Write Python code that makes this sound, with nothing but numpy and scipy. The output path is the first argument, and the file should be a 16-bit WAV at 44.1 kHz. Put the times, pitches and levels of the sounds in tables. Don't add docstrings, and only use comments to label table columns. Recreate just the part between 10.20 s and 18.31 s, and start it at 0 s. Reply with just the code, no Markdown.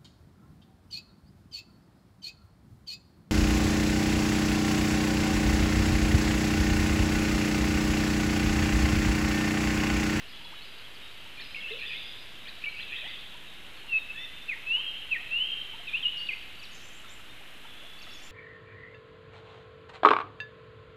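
import sys
import numpy as np
from scipy import signal
from scipy.io import wavfile

SR = 44100
rng = np.random.default_rng(int(sys.argv[2]) if len(sys.argv) > 2 else 0)


def amplitude_ratio(level_db):
    exponent = np.asarray(level_db, float) / 20
    return 10 ** exponent


def file_out(sig):
    cols = np.atleast_2d(sig).T
    lim = np.clip(cols, -1, 1)
    pcm = np.round(lim * 32767).astype(np.int16)
    wavfile.write(sys.argv[1], SR, pcm)


N = 357651

GLIDE_BY_MIDDLE = 0.654


def at_hz(points, hz):
    points_hz, values = np.transpose(points)
    return np.interp(np.log(hz), np.log(points_hz), values)


def rms_one(x):
    return x / np.sqrt(np.mean(x ** 2) + 1e-20)


def energy_one(x):
    return x / np.sqrt(np.sum(x ** 2))


def drift(rate_hz, size):
    run_in = 4000
    r = np.exp(-2 * np.pi * rate_hz / SR)
    slow = signal.lfilter([1], [1, -2 * r, r * r], rng.standard_normal(size + run_in))
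    return rms_one(slow[run_in:])


def bands(order=2):
    edges_hz = 16 * 2 ** (np.arange(31) / 3)
    return [(np.sqrt(a * b), signal.butter(order, [a, b], "band", fs=SR, output="sos"))
            for a, b in zip(edges_hz, edges_hz[1:])]


def add(out, start_s, hz, gain):
    at = round(start_s * SR)
    tone = np.sqrt(2) * gain * np.sin(2 * np.pi * np.cumsum(hz) / SR)
    out[at:at + len(tone)] += tone[:N - at]


def whistles():
    # time [share of length], glide [share done], level [dB re peak]
    arc = [(0, 0.016, -6), (.28, 0.419, -4), (.55, .95, -2.5), (.8, 1.05, -1.5), (1, 0.34, -13)]
    fade = [(0, 0, -11), (.15, 0.41, -2.5), (.6, .6, -5), (1, 0.66, -16)]
    flick = [(0, 0, -11), (.35, 0.5, -3.5), (1, 1, -3.5)]
    # start [t/s], length [t/s], first [f/Hz], last [f/Hz], peak [level/dB]
    arcs = [
        (3.94, 0.13, 1680, 2028, -48.5),
        (3.966, 0.11, 3420, 3595, -40),
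        (3.99, .075, 5420, 5640, -67),
    ]
    fades = [
        (3.896, 0.05, 2613, 2668, -34.5),
    ]
    flicks = [
        (5.668, 0.032, 2740, 2396, -33.5),
        (5.677, 0.0243, 3994, 3330, -40),
        (6.067, 0.0119, 4505, 3250, -40),
        (6.131, 0.0093, 2350, 2590, -25.5),
    ]
    # [t/s], pitch [f/Hz], [level/dB]
    once = [
        [(3.675, 2890, -53), (3.7, 2770, -37.5), (3.712, 2710, -41), (3.73, 2694, -26.5), (3.739, 2580, -26.5),
         (3.747, 2617, -28), (3.762, 2582, -24), (3.775, 2634, -26.5), (3.788, 2535, -28)],
        [(5.728, 2300, -43), (5.74, 2507, -29), (5.757, 2754, -26), (5.77, 2834, -35.5), (5.785, 3170, -36)],
        [(5.826, 3330, -35), (5.838, 3050, -31), (5.847, 2875, -38), (5.858, 2855, -22), (5.862, 2840, -28),
         (5.868, 2880, -22.5), (5.875, 2800, -33), (5.881, 2955, -31), (5.895, 2990, -41)],
        [(6.086, 2930, -34), (6.093, 2575, -26), (6.1, 2423, -31.5), (6.104, 2295, -39), (6.112, 2110, -38),
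         (6.124, 2070, -44), (6.13, 2224, -53)],
    ]
    drops = [
        [(4.279, 2646, -49), (4.287, 2714, -37.5), (4.299, 2520, -27), (4.311, 2390, -39), (4.317, 2240, -32.5),
         (4.337, 1880, -37), (4.343, 1780, -52), (4.349, 1899, -54)],
        [(4.903, 2840, -50), (4.917, 2683, -28), (4.933, 2536, -24), (4.943, 2410, -32), (4.953, 2010, -35.5),
         (4.967, 1826, -33.5), (4.98, 1830, -54)],
    ]
    rises = [
        [(4.461, 2520, -41), (4.473, 2600, -37), (4.522, 2720, -26), (4.538, 2870, -27.5), (4.562, 2920, -26.5),
         (4.574, 3030, -38.5), (4.596, 3100, -31), (4.62, 3220, -49), (4.7, 3170, -34.5)],
        [(5.102, 2480, -48), (5.117, 2650, -33), (5.14, 2720, -30.5), (5.166, 2815, -25.5), (5.186, 2900, -36),
         (5.218, 3030, -27), (5.25, 3150, -36.5), (5.28, 3220, -47), (5.344, 3130, -32.5)],
    ]
    shaped = []
    for shape, rows in [(arc, arcs), (fade, fades), (flick, flicks)]:
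        for s, length, first, last, peak in rows:
            shaped.append([(s + length * u, first + (last - first) * glide, peak + under)
                           for u, glide, under in shape])
    return sorted(shaped + list(once) + list(drops) + list(rises), key=lambda note: note[0][0])


def whistler():
    turned_away = [-13, -3.5, -2, -8.5, -10.0, -10, -7, -10, -6.5, -5, 1, -9.5, -7, -5, -8.5, -21]
    away_swing = 0.58
    here, away = np.zeros(N), np.zeros(N)
    for note, away_db in zip(whistles(), turned_away):
        s, hz, level_db = np.transpose(note)
        t = np.arange(s[0], s[-1], 1 / SR)
        gate = np.clip(np.minimum(t - s[0], s[-1] - t) / .003, 0, 1)
        tone = np.zeros(N)
        add(tone, s[0], np.interp(t, s, hz), gate * amplitude_ratio(np.interp(t, s, level_db)))
        below_peak_db = np.interp(t, s, level_db - level_db.max())
        evened = np.zeros(N)
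        evened[round(s[0] * SR):][:len(t)] = amplitude_ratio((away_swing - 1) * below_peak_db)
        here = here + tone
        away = away + amplitude_ratio(away_db - 2.0) * evened * tone
    return here, away


def sing(rows, wobble, wobble_hz=60, buzz=0., buzz_hz=120, sweep=0., edge=.2):
    out, waver = np.zeros(N), drift(wobble_hz, N)
    for start_s, length_s, first_hz, middle_hz, last_hz, level_db in rows:
        u = np.linspace(0, 1, round(length_s * SR))
        cycle = 2 * np.pi * buzz_hz * length_s * u
        at = min(round(start_s * SR), N - len(u))
        hz = np.polyval(np.polyfit([0, .5, 1], [first_hz, middle_hz, last_hz], 2), u)
        hz = hz * (1 + wobble * waver[at:][:len(u)] - sweep * np.cos(cycle))
        swell = np.sin(np.pi / 2 * np.clip(np.minimum(u, 1 - u) / edge, 0, 1))
        chop = 1 + np.clip(buzz, 0, 1) * np.sin(cycle)
        add(out, start_s, hz, amplitude_ratio(level_db) * swell * chop)
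    return out


def glides(rows, by_middle=GLIDE_BY_MIDDLE):
    return [(s, length, first, first + by_middle * (last - first), last, level)
            for s, length, first, last, level in rows]


def syllables(strands, sung, by_middle=GLIDE_BY_MIDDLE):
    rows = [(s + slow * after, slow * length, up * first, up * last, level + rel)
            for s, level, up, slow in sung
            for after, length, first, last, rel in strands]
    return glides(rows, by_middle)


def held(rows, start=0.99):
    return glides([(s, length, start * hz, hz, level) for s, length, hz, level in rows])


def warbler_leaps():
    leaps = [(1.345, 0.0077, 2140, 2600, -36), (1.356, 0.014, 2800, 2640, -38),
             (1.38, .026, 2720, 2700, -49), (1.404, 0.013, 3440, 3150, -41.5),
             (1.405, .012, 1690, 2000, -52), (1.485, 0.016, 1700, 1840, -51),
             (1.494, 0.02, 2800, 3780, -42.5), (1.504, 0.036, 2630, 3300, -50),
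             (1.588, 0.014, 2600, 2310, -44), (1.652, 0.016, 3100, 3560, -42),
             (1.258, .01, 2400, 2900, -46), (1.31, .012, 2950, 3150, -52), (1.2, .02, 2350, 2500, -48),
             (2.562, 0.02, 2450, 2650, -42), (2.435, .012, 1700, 1850, -50),
             (2.678, 0.014, 3550, 3850, -52), (2.625, 0.01, 2850, 3100, -54),
             (2.875, .025, 3100, 3700, -50), (2.672, 0.055, 2660, 2400, -49),
             (2.281, 0.016, 3850, 3900, -57), (2.72, .012, 3600, 3150, -45), (3, 0.038, 4370, 4000, -59),
             (2.755, 0.0186, 2940, 3730, -41), (2.778, 0.021, 3550, 3030, -46),
             (2.846, 0.017, 2300, 3100, -41.5)]
    strokes = [
        (1.585, 0.042, 4480, 4020, -53),
        (2.49, 0.018, 4370, 3930, -50),
        (2.595, 0.024, 1630, 2060, -49),
        (2.597, 0.014, 2930, 3330, -40),
        (2.628, 0.0087, 4000, 3200, -41.5),
        (5.971, .014, 5800, 4150, -53),
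        (6.415, 0.0215, 3090, 2440, -45.5),
        (7.81, 0.0096, 2460, 2850, -47),
        (7.895, 0.012, 2490, 2900, -48),
    ]
    rows = glides(leaps, by_middle=0.66) + glides(strokes)
    return sing(rows, wobble=.012, wobble_hz=170, buzz=.35, buzz_hz=110)


def warbler_churrs():
    strands = [(2.581, .022, 2600, 2720, -39), (1.5, 0.0306, 3500, 3800, -49),
               (1.67, .045, 2900, 3000, -49), (2.8, 0.051, 2950, 3200, -49), (1.5, 0.033, 2650, 2700, -48),
               (1.555, .03, 3000, 3100, -50), (2.525, 0.02, 2700, 2750, -48),
               (2.76, 0.057, 3700, 3760, -50.5), (2.74, 0.052, 3150, 3250, -46),
               (1.52, 0.021, 3900, 3340, -45), (1.608, 0.0456, 2400, 2680, -40),
               (1.62, 0.046, 1800, 1900, -49.5), (1.664, 0.026, 3600, 3350, -42),
               (1.698, 0.047, 2520, 2420, -41.5), (1.69, .06, 1750, 1900, -53.5),
               (1.735, 0.032, 2550, 3000, -48), (1.71, 0.048, 3450, 3250, -46),
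               (1.758, 0.0295, 3250, 3750, -45.5), (1.788, 0.04, 3550, 3550, -51),
               (2.712, .05, 1740, 2050, -48.5), (2.762, .03, 2000, 1800, -51),
               (2.72, 0.034, 2450, 2680, -38.5), (2.885, 0.033, 2200, 1900, -51),
               (2.8, 0.038, 2620, 2450, -48), (2.835, 0.05, 1800, 2070, -47.5),
               (2.86, 0.039, 2960, 3750, -46), (2.92, 0.0298, 2900, 3624, -49)]
    # after [t/s], length [t/s], first [f/Hz], last [f/Hz], [level/dB]
    long_churr = [
        (0, 0.055, 2680, 2597, 0),
        (.056, .018, 2555, 2850, 0),
    ]
    # start [t/s], [level/dB], pitch factor [1], length factor [1]
    long_sung = [
        (1.42, -39, 1.015, 0.996),
    ]
    short = sing(glides(strands), wobble=.018, wobble_hz=120, buzz=.9, buzz_hz=125, sweep=.03)
    long = sing(syllables(long_churr, long_sung), wobble=.015, wobble_hz=90, buzz=.35, buzz_hz=50, sweep=.022)
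    return short + long


def warbler_steady():
    level_notes = [(1.165, 0.03, 4260, -58), (1.362, 0.044, 2197, -42), (1.503, 0.018, 2120, -46),
                   (1.745, 0.033, 2140, -43.5), (2.281, 0.015, 2460, -46), (2.46, 0.031, 2322, -34.5),
                   (2.535, 0.031, 2294, -48), (2.612, 0.02, 4090, -47.5), (3.725, 0.067, 2090, -54),
                   (6.862, 0.048, 3620, -57), (7.088, .045, 3650, -56.5), (.12, .075, 3380, -54),
                   (.23, .055, 3370, -52), (.165, .03, 4000, -56), (.82, .1, 3760, -58)]
    # after [t/s], length [t/s], first [f/Hz], last [f/Hz], [level/dB]
    pickup = [
        (-.026, 0.019, 2300, 2620, -14),
        (0, 0.015, 2340, 2760, 4),
        (.021, 0.012, 2800, 2850, -3.5),
    ]
    # start [t/s], [level/dB], pitch factor [1], length factor [1]
    pickup_sung = [
        (2.439, -35, 1.01, 0.76),
    ]
    rows = held(level_notes) + syllables(pickup, pickup_sung)
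    return sing(rows, wobble=.005, wobble_hz=80, buzz=.2, buzz_hz=95)


def brisk_syllables():
    # after [t/s], length [t/s], first [f/Hz], last [f/Hz], [level/dB]
    opening = [
        (0, 0.013, 4520, 4420, -4),
        (.032, .008, 7100, 5600, -14),
        (.034, 0.011, 5480, 5400, -5.5),
        (.042, .008, 4800, 4300, 0.5),
        (.05, 0.0157, 4250, 3580, -2),
        (.064, 0.011, 3600, 3550, -4),
    ]
    chip = [
        (-.016, 0.0236, 2350, 2400, -5.5),
        (.002, 0.01, 2700, 3740, -0.5),
        (.008, .008, 3600, 3500, -3.5),
        (.006, 0.014, 1600, 2060, -5.5),
        (.02, .012, 1800, 1750, -9),
        (.014, .014, 4250, 4450, -6),
        (.027, 0.01, 4200, 3900, -1.5),
    ]
    # start [t/s], [level/dB], pitch factor [1], length factor [1]
    songs = [
        (6.394, -51.5, 1.01, 1.05),
        (7.787, -52.5, .99, .95),
    ]
    chips = [
        (1.189, -44.5, 1.01, 1.1),
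        (2.268, -45, .99, .9),
    ]
    far_sweeps = [
        (.245, 0.015, 4500, 3870, -51),
        (.338, 0.0215, 2640, 3020, -53),
        (.36, 0.037, 2900, 3070, -52),
        (.415, 0.022, 4100, 4450, -55),
        (.535, 0.028, 3950, 3600, -58),
        (.587, 0.011, 4600, 4150, -56),
        (.632, 0.031, 3120, 3380, -52),
        (.745, 0.026, 5150, 4150, -59),
        (.81, 0.036, 3640, 3740, -56),
        (7.468, 0.055, 3550, 3380, -55),
    ]
    rows = syllables(opening, songs, by_middle=0.573) + syllables(chip, chips) + glides(far_sweeps)
    return sing(rows, wobble=.022, wobble_hz=220, buzz=.45, buzz_hz=130)


def twitter_trill():
    trill = [(6.53, 0.06, 5300, -65), (6.515, 0.026, 6600, -59), (6.535, .05, 6380, -58.5),
             (6.545, 0.018, 7200, -56), (6.59, 0.061, 5500, -66), (6.6, 0.073, 6140, -64),
             (6.625, 0.072, 7240, -61), (6.67, .025, 6400, -65), (6.73, 0.016, 6580, -60),
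             (6.73, 0.066, 7300, -62), (6.765, .015, 7900, -66), (6.88, 0.04, 5600, -68),
             (6.89, 0.065, 7250, -59), (6.89, 0.014, 6420, -61), (6.925, .02, 8020, -62),
             (7.82, 0.024, 6440, -64), (7.905, 0.048, 5420, -58), (7.905, 0.018, 4560, -58),
             (7.935, 0.031, 6740, -59), (7.95, 0.046, 4950, -68), (7.97, 0.037, 6100, -62),
             (8.02, .025, 5720, -59), (8.02, 0.064, 7170, -57.5), (8.04, 0.055, 6290, -64),
             (8.06, 0.045, 5400, -71)]
    return sing(held(trill), wobble=.027, wobble_hz=330, buzz=.7, buzz_hz=70, sweep=.015)


def far_calls():
    level_calls = [(.08, 0.02, 4400, -60), (.35, 0.051, 3870, -59), (.95, 0.035, 2900, -64),
                   (1.0, 0.045, 2850, -59), (.36, .07, 3420, -64), (1.21, .018, 5250, -64),
                   (2.2, 0.053, 3750, -60.5), (3.26, 0.05, 3780, -59.5), (3.74, 0.09, 3740, -57),
                   (7.52, 0.037, 3400, -60), (7.61, .04, 3450, -61), (7.8, .04, 3480, -61),
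                   (7.56, 0.061, 3460, -60), (7.66, 0.071, 3436, -58.5), (7.745, 0.071, 3460, -58.5),
                   (7.85, .035, 3430, -63)]
    falling = [
        (.09, 0.038, 4640, -62),
        (.442, 0.05, 4680, -61),
        (.91, 0.038, 4500, -65),
        (2.52, .06, 4600, -63.5),
        (2.875, 0.033, 4550, -60),
        (3.56, 0.06, 4200, -63),
    ]
    piping = [
        (1.238, .04, 4950, -61.5),
        (1.305, 0.027, 5050, -66),
        (1.67, 0.037, 4860, -59.5),
        (1.78, .05, 4780, -65),
        (1.855, 0.042, 4940, -61),
        (5.985, 0.036, 4580, -55),
    ]
    out = sing(held(level_calls), wobble=.017, wobble_hz=70, buzz=.6, buzz_hz=55)
    out = out + amplitude_ratio(-2) * sing(held(falling, start=1.075), wobble=.012, wobble_hz=110, buzz=.5, buzz_hz=90)
    return out + sing(held(piping), wobble=.003, buzz=.3, buzz_hz=40)


def gulps():
    swallowed = [(.205, 0.015, 870, -57), (0.251, 0.013, 936, -52.5), (0.608, 0.014, 1530, -53),
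                 (1.058, 0.016, 900, -56), (2.379, 0.01, 670, -55), (2.825, 0.049, 549, -53),
                 (3.143, 0.019, 915, -53), (3.638, 0.022, 837, -57), (4.359, 0.018, 890, -55),
                 (4.57, 0.045, 835, -54), (5.001, .018, 734, -56), (5.534, 0.022, 857, -52),
                 (5.594, 0.019, 670, -54), (6.842, 0.014, 1334, -50), (6.994, 0.0106, 1280, -49),
                 (7.21, 0.012, 820, -56), (7.444, 0.012, 1300, -50), (7.449, 0.012, 880, -52),
                 (7.619, 0.042, 513, -57), (7.867, 0.011, 1980, -51), (7.873, 0.011, 690, -54),
                 (7.868, 0.011, 1320, -51)]
    octave_s = .055
    rows = [(s, length, hz, hz * 2 ** (length / octave_s) ** 2, level) for s, length, hz, level in swallowed]
    return glides(rows, by_middle=0.393)


def nest_voices():
    coo = [
        (.322, 0.026, 913, 1590, -49.5),
        (1.507, 0.0446, 420, 518, -42),
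        (1.552, .026, 520, 560, -52),
    ]
    return sing(gulps() + glides(coo, by_middle=0.22), wobble=0.02, edge=0.1)


def branches(x, t60_s, level_db):
    t = np.arange(round(.12 * SR)) / SR
    early = rng.standard_normal(len(t)) * amplitude_ratio(-60 * t / t60_s)
    return x + amplitude_ratio(level_db) * signal.fftconvolve(x, energy_one(early))[:N]


def forest(x, onset_s):
    # [f/Hz], t60 [t/s]
    decay = [(500, 0.57), (2000, 0.64), (3000, 1.23), (4000, 2.02), (5000, 1.03), (8000, 0.43)]
    t = np.arange(round(1.6 * SR)) / SR
    white = rng.standard_normal((2, len(t)))
    tail = np.zeros(len(t))
    for k, (hz, sos) in enumerate(bands()):
        tail = tail + signal.sosfilt(sos, white[k % 2]) * amplitude_ratio(-60 * t / at_hz(decay, hz))
    tail = tail * (1 - np.exp(-t / onset_s))
    return signal.fftconvolve(x, energy_one(tail))[:N]


def hiss():
    # [f/Hz], density [level/dB per Hz]
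    spectrum = [(15, 0.5), (30, -9.5), (60, -12), (200, -14.5), (500, -17.5), (900, -19.5), (1500, -16),
                (2300, -13.5), (2900, -9.5), (3650, -16), (4600, -27), (5300, -32), (7000, -33),
                (14000, -34.5)]
    # [t/s], whole chorus [level/dB], extra for its highest voices [level/dB]
    chorus = [(0, 1, 4), (.6, 0, -0.5), (1.2, 1, 1.5), (2, 0, 3.5), (3, -0.5, -1.5), (3.6, 0, -1),
              (4.4, 1.5, -2), (5, 3.5, -5), (5.7, 3, -3), (6.4, 0, -3), (7.1, -2.5, -1.5), (7.6, -1.5, -2),
              (8.11, -3, 3)]
    out, white = 0, rng.standard_normal((2, N + SR))
    s, chorus_db, highest_db = np.transpose(chorus)
    t = np.arange(N) / SR
    swell_db, upper_db = np.interp(t, s, chorus_db), np.interp(t, s, highest_db)
    coarse = N // 50 + 2
    for k, (hz, sos) in enumerate(bands(order=3)):
        share = np.exp(-.5 * (np.log2(hz / 3200) / 0.47) ** 2)
        upper = np.exp(-.5 * (np.log2(hz / 4660) / 0.21) ** 2)
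        flicker_db = np.interp(np.arange(N) / 50, np.arange(coarse), drift(700, coarse))
        level_db = at_hz(spectrum, hz) + share * (swell_db + flicker_db) + upper * upper_db
        out = out + signal.sosfilt(sos, white[k % 2])[SR:] * amplitude_ratio(level_db)
    return amplitude_ratio(-47.5) * rms_one(out)


def clock_ticks(level_db, spread_db):
    # [t/s], shift [t/ms]
    wander = [(0, 2.7), (1.3, -.9), (2.1, -1.8), (3.3, -1.1), (4.9, .5), (6.6, 1.1), (8.11, .6)]
    first_s, period_s, jitter_s = .02724, .032796, .001
    s = np.arange(first_s, N / SR - .01, period_s)
    chance = rng.uniform(-0.99, 1, (len(s), 2))
    s = s + np.interp(s, *np.transpose(wander)) / 1000 + jitter_s * chance[:, 0]
    spikes = np.zeros(N)
    spikes[(s * SR).astype(int)] = -amplitude_ratio(level_db + spread_db * chance[:, 1])
    return signal.sosfilt(signal.butter(1, [1500, 10000], "band", fs=SR, output="sos"), spikes)


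def scene():
    near, away = whistler()
    leaps, churrs, steady = warbler_leaps(), warbler_churrs(), warbler_steady()
    brisk, high, far, nest = brisk_syllables(), twitter_trill(), far_calls(), nest_voices()

    close = branches(amplitude_ratio(.7) * near, t60_s=.1, level_db=-16)
    close = close + branches(steady, t60_s=.06, level_db=-14) + amplitude_ratio(-1.5) * nest
    beyond = amplitude_ratio(-0.5) * leaps + amplitude_ratio(-0.5) * churrs + amplitude_ratio(2.5) * far + amplitude_ratio(-2.5) * high + amplitude_ratio(1.5) * brisk
    beyond = branches(beyond, t60_s=.09, level_db=-10)

    scatter = forest(away + amplitude_ratio(-13.0) * nest, onset_s=0.0026)
    to_trees = amplitude_ratio(-4.5) * leaps + amplitude_ratio(-8.5) * steady + amplitude_ratio(-3.5) * churrs
    to_trees = to_trees + amplitude_ratio(0.5) * far + amplitude_ratio(-5.0) * high + amplitude_ratio(-5.0) * brisk
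    distant = forest(to_trees, onset_s=0.0022)
    ticks = clock_ticks(level_db=-37.5, spread_db=-1.5)
    return (close + beyond + scatter + distant + hiss() + ticks)[None]


def top_cut(x):
    return signal.sosfilt(signal.butter(12, 14220, fs=SR, output="sos"), x)


def record(dry):
    low_pass = signal.ellip(10, .1, 60, 13900, fs=SR, output="sos")
    offset = .0057
    return top_cut(signal.sosfilt(low_pass, dry) + offset)


dry = scene()
out = record(dry)
file_out(out)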